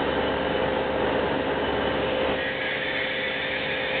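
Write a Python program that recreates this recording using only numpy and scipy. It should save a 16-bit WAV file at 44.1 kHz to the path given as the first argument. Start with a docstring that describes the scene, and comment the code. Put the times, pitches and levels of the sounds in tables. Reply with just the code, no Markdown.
"""The hydraulic pump of a blow molding machine drones, with rushing oil, over motor hum, a thin
high whine and the hiss of a factory hall. A little past halfway the pump's load falls away and
a rough, shrill squeal sets in, probably oil forced through a valve. The squeal is noise in narrow
resonances: it creeps upward in pitch and now and then catches on a single note."""
import sys
import numpy as np
from scipy import signal
from scipy.fft import rfft, irfft, next_fast_len
from scipy.io import wavfile
from scipy.ndimage import uniform_filter1d, map_coordinates

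SR = 44100
rng = np.random.default_rng(int(sys.argv[2]) if len(sys.argv) > 2 else 0)


def bounce(signal):
    """Save signal as a 16-bit WAV file at the path given by the first command-line argument."""
    frames = np.transpose(np.atleast_2d(signal))
    limited = np.clip(frames, -1, 1)
    pcm = np.round(limited * 32767).astype(np.int16)
    wavfile.write(sys.argv[1], SR, pcm)


N = 176400
TIME_S = np.arange(N) / SR
SHAFT_HZ = 23.5


def amp(db):
    """Decibels to gain."""
    return 10 ** (np.asarray(db) / 20)


def unit_rms(x):
    """x scaled to rms 1."""
    return x / np.sqrt(np.mean(x ** 2) + 1e-20)


def curve(rows):
    """Linear interpolation of (seconds, value) rows."""
    return np.interp(TIME_S, *np.transpose(rows))


def swell(peak_s, length_s):
    """Gaussian envelope, peak 1."""
    return np.exp(-2 * ((TIME_S - peak_s) / length_s) ** 2)


def wobble(knots_per_s):
    """Smooth random curve."""
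    return map_coordinates(rng.standard_normal(4096), [TIME_S * knots_per_s + 2], mode="wrap")


def filtered(x, response):
    """x filtered by a gain function of frequency in Hz."""
    size = next_fast_len(N + SR // 2)
    hz = np.fft.rfftfreq(size, 1 / SR)
    return irfft(rfft(x, size) * response(hz), size)[:N]


def patchy_spectra(patchy_db):
    """Short-time spectra of noise whose narrow bands swell and fade independently."""
    hz, frame_s, spectra = signal.stft(rng.standard_normal(N), SR, nperseg=2048)
    patches = uniform_filter1d(rng.standard_normal(spectra.shape), size=2, axis=0)
    patches = uniform_filter1d(patches, size=6, axis=1)
    return hz[:, None], frame_s, spectra * amp(patchy_db * unit_rms(patches))


def rush(colour, patchy_db):
    """Patchy noise shaped by (Hz, dB) rows, rms 1."""
    knot_hz, knot_db = np.transpose(colour)
    _, _, spectra = patchy_spectra(patchy_db)
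    noise = signal.istft(spectra)[1][:N]
    return unit_rms(filtered(noise, lambda hz: amp(np.interp(np.log(hz + 1), np.log(knot_hz), knot_db))))


def tone(hz, drift_rad, knots_per_s, waver_db):
    """Sine with wandering phase and level, rms 1."""
    phase = 2 * np.pi * (hz * TIME_S + rng.random()) + drift_rad * wobble(knots_per_s)
    return unit_rms(np.sin(phase) * amp(waver_db * wobble(knots_per_s)))


# Hall noise spectrum. Each row: frequency in Hz, relative density in dB.
HALL_SPECTRUM = [(20, -14.5), (130, -1), (500, 1), (950, -2), (1300, -2.5), (1750, -1), (2400, -2.5),
                 (2750, 0), (3020, 3.5), (3250, -1.5), (3680, -3), (3850, -6.5), (4100, -15), (4350, -24.5),
                 (4550, -51)]

def hall_hiss(level_db=-38):
    """Near-steady hiss of the factory hall."""
    return amp(level_db + 0.53 * wobble(6.2)) * rush(HALL_SPECTRUM, patchy_db=3)


# Whine envelope. 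Each row: time in seconds, level in dB.
WHINE_ENVELOPE = [(0, -46), (.3, -47.5), (.55, -39.5), (.72, -57), (1, -46), (1.3, -54), (1.6, -47),
                  (1.82, -37.5), (1.95, -44.5), (2.08, -51), (4, -55.5)]

def thin_whine(hz=3000.7):
    """Thin, flickering high tone near 3 kHz."""
    return amp(curve(WHINE_ENVELOPE)) * tone(hz, drift_rad=0.55, knots_per_s=45, waver_db=5)


# Pump load. Each row: time in seconds, gain in dB.
PUMP_LOAD = [(0, 1), (.17, 1.2), (.4, 0.5), (.63, 0.5), (.92, -1), (1.07, 2), (1.25, 1.5), (1.42, -1),
             (1.65, 0.5), (1.9, 1.5), (2.15, -1), (2.31, 1.2), (2.39, -5), (2.52, -7.5), (2.85, -6.5),
             (3.3, -7.5), (3.75, -6), (4, -5)]

def load_db():
    """Load curve shared by motor and pump."""
    return curve(PUMP_LOAD)


# Motor hum. Each row: multiple of the shaft rate, loaded level in dB, unloaded level in dB.
SHAFT_HARMONICS = [(3, -42.5, -54.5), (6, -50, -49.5), (12, -40.5, -47.5), (15, -46, -58)]

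def motor_hum():
    """Shaft harmonics whose balance shifts as the load falls."""
    load = load_db()
    load_fraction = (load - load.min()) / np.ptp(load)
    hum = np.zeros(N)
    for multiple, loaded_db, idle_db in SHAFT_HARMONICS:
        gain = amp(idle_db + (loaded_db - idle_db) * load_fraction)
        hum += gain * tone(multiple * SHAFT_HZ, drift_rad=0.11, knots_per_s=9, waver_db=0.5)
    return hum


# Leak spectrum. Each row: frequency in Hz, relative density in dB.
LEAK_SPECTRUM = [(1500, -21.5), (2100, -3), (2500, 1.5), (3100, -1), (3600, -10.5), (4400, -37.5)]

def valve_leak(peak_db=-37):
    """Soft hiss as the valve begins to open."""
    return amp(peak_db) * swell(peak_s=2.22, length_s=0.44) * rush(LEAK_SPECTRUM, patchy_db=1.5)


# Squeaks. Each row: peak time in seconds, length in seconds, pitch in Hz, relative level in dB.
SQUEAK_NOTES = [(2.44, 0.14, 1880, -29), (2.47, 0.14, 1972, -33.5), (2.48, 0.16, 1658, -32.5),
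                (2.45, 0.083, 3397, -38), (2.67, 0.12, 1660, -31), (2.7, 0.11, 2012, -32),
                (2.89, 0.11, 1785, -35.5), (2.99, 0.083, 2134, -32.5), (3.01, 0.078, 1953, -29.5),
                (3.26, .17, 1983, -31), (3.297, .35, 3460, -39.5), (3.52, .12, 1835, -37),
                (3.74, .1, 1668, -30), (3.78, .1, 2412, -38), (3.83, 0.34, 1838, -33.5),
                (3.842, .25, 3548, -40)]

def valve_squeaks(gain_db=-5):
    """Short, rough notes on which the squeal catches."""
    squeaks = np.zeros(N)
    for peak_s, length_s, hz, db in SQUEAK_NOTES:
        note = tone(hz, drift_rad=0.64, knots_per_s=50, waver_db=-0.5)
        squeaks += amp(db) * swell(peak_s, length_s) * note
    return amp(gain_db) * squeaks


# Valve noise spectrum. Each row: frequency in Hz, relative density in dB.
VALVE_SPECTRUM = [(1000, -34), (1450, -20), (1560, -6), (1670, 0.5), (1950, 0), (2100, -6.5), (2450, -4.5),
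                  (2780, -16.5), (3020, -6.5), (3280, -10.5), (3650, -14), (3900, -23), (4300, -30),
                  (4550, -58)]
# Ringing of valve and pipe. Each row: frequency in Hz, level in dB relative to the flow.
PIPE_TONES = [(1674, -14.5), (1782, -15.5), (1830, -13.5), (1940, -16.5), (1981, -20), (2180, -12),
              (2250, -16.5), (2369, -18.5), (3031, -19), (3461, -17.5)]
# Rising resonances. Each row: Hz on opening, rise in Hz/s, width in Hz, dB relative to the flow.
VALVE_GLIDES = [(2110, 150, 150, -3.5), (3382, 130, 110, -9)]
# Flow through the valve. Each row: time in seconds, level in dB.
VALVE_FLOW = [(0, -77), (2.15, -55), (2.33, -41), (2.44, -39.5), (2.52, -34.5), (2.57, -38), (2.65, -33.5),
              (3, -32), (3.1, -33), (3.25, -33), (3.75, -33.5), (4, -33)]

def valve_squeal(open_s=2.39):
    """Flow noise in fixed and rising resonances, plus the ringing of valve and pipe."""
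    squeal = rush(VALVE_SPECTRUM, patchy_db=3.5)
    for hz, db in PIPE_TONES:
        squeal += amp(db) * tone(hz, drift_rad=0.53, knots_per_s=20, waver_db=2)
    for open_hz, rise_hz_per_s, width_hz, db in VALVE_GLIDES:
        hz, frame_s, spectra = patchy_spectra(patchy_db=3.5)
        centre_hz = open_hz + rise_hz_per_s * (frame_s - open_s)
        detuning = (hz - centre_hz) / width_hz
        band = signal.istft(spectra / (1 + detuning ** 2 / 2))[1][:N]
        squeal += amp(db) * unit_rms(band)
    return amp(curve(VALVE_FLOW) + 0.49 * wobble(25)) * squeal


# Oil noise spectrum. Each row: frequency in Hz, relative density in dB.
OIL_SPECTRUM = [(20, -22), (45, -15.5), (90, -6), (140, -5.5), (230, -2), (430, 0), (600, -1), (730, -3.5),
                (870, -1.5), (1050, -7.5), (1300, -8.5), (1620, -7), (1900, -7), (2150, -14.5),
                (3000, -16.5), (3700, -22), (4300, -40), (4550, -71.5)]

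def oil_rush(gain_db=-29.5, throb_depth=0.093):
    """Rushing oil that follows the load and throbs twice per shaft turn."""
    throb = 1 + throb_depth * np.sin(2 * np.pi * 2 * SHAFT_HZ * TIME_S)
    return amp(gain_db + load_db()) * throb * rush(OIL_SPECTRUM, patchy_db=1.5)


# Steady tones of the drone, with faint side tones 125 Hz apart.
# Each row: frequency in Hz, relative level in dB.
DRONE_TONES = [(78.7, -58.5), (160.3, -49.5), (213.6, -42.5), (258.7, -56.5), (269.8, -39.5), (300.1, -46),
               (398.7, -45), (404.7, -39), (416, -37.5), (427.3, -48), (438.4, -43), (476.7, -36.5),
               (500.3, -45), (581.6, -42), (618.5, -46), (648.7, -45), (654.7, -49), (750.3, -50),
               (773.8, -44.5), (798.2, -52), (843.2, -49.5), (851.9, -45.5), (860.1, -46.5), (898.7, -44),
               (921.7, -52), (968, -54), (1011.1, -50.5), (1574, -47.5), (1585.2, -52.5), (1607.7, -50),
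               (1618.9, -55), (1744.7, -52), (2751.4, -52.5), (2875, -58)]
# Envelope of the pump's main note. Each row: time in seconds, level in dB.
NOTE_ENVELOPE = [(0, -35.5), (.42, -32.5), (.8, -30.5), (1.2, -32.5), (1.45, -34.5), (1.8, -34),
                 (2.05, -29.5), (2.3, -30), (2.55, -36.5), (3.25, -36.5), (3.75, -36), (3.93, -32)]

def pump_drone(note_hz=523.8, drone_gain_db=-1):
    """Droning tones that follow the load; the main note swells independently on top."""
    drone = sum(amp(db) * tone(hz, drift_rad=0.35, knots_per_s=5, waver_db=1.5) for hz, db in DRONE_TONES)
    note = amp(curve(NOTE_ENVELOPE)) * tone(note_hz, drift_rad=0.22, knots_per_s=10, waver_db=0.6)
    return amp(drone_gain_db + load_db()) * drone + note


def scene():
    """Mono sum of all sources."""
    background = hall_hiss() + thin_whine() + motor_hum()
    valve = valve_leak() + valve_squeaks() + valve_squeal()
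    return (background + valve + oil_rush() + pump_drone())[None]


def record(dry):
    """Brick-wall low-pass at 4540 Hz."""
    return filtered(dry[0], lambda hz: hz < 4540)[None]


dry = scene()
out = record(dry)
bounce(out)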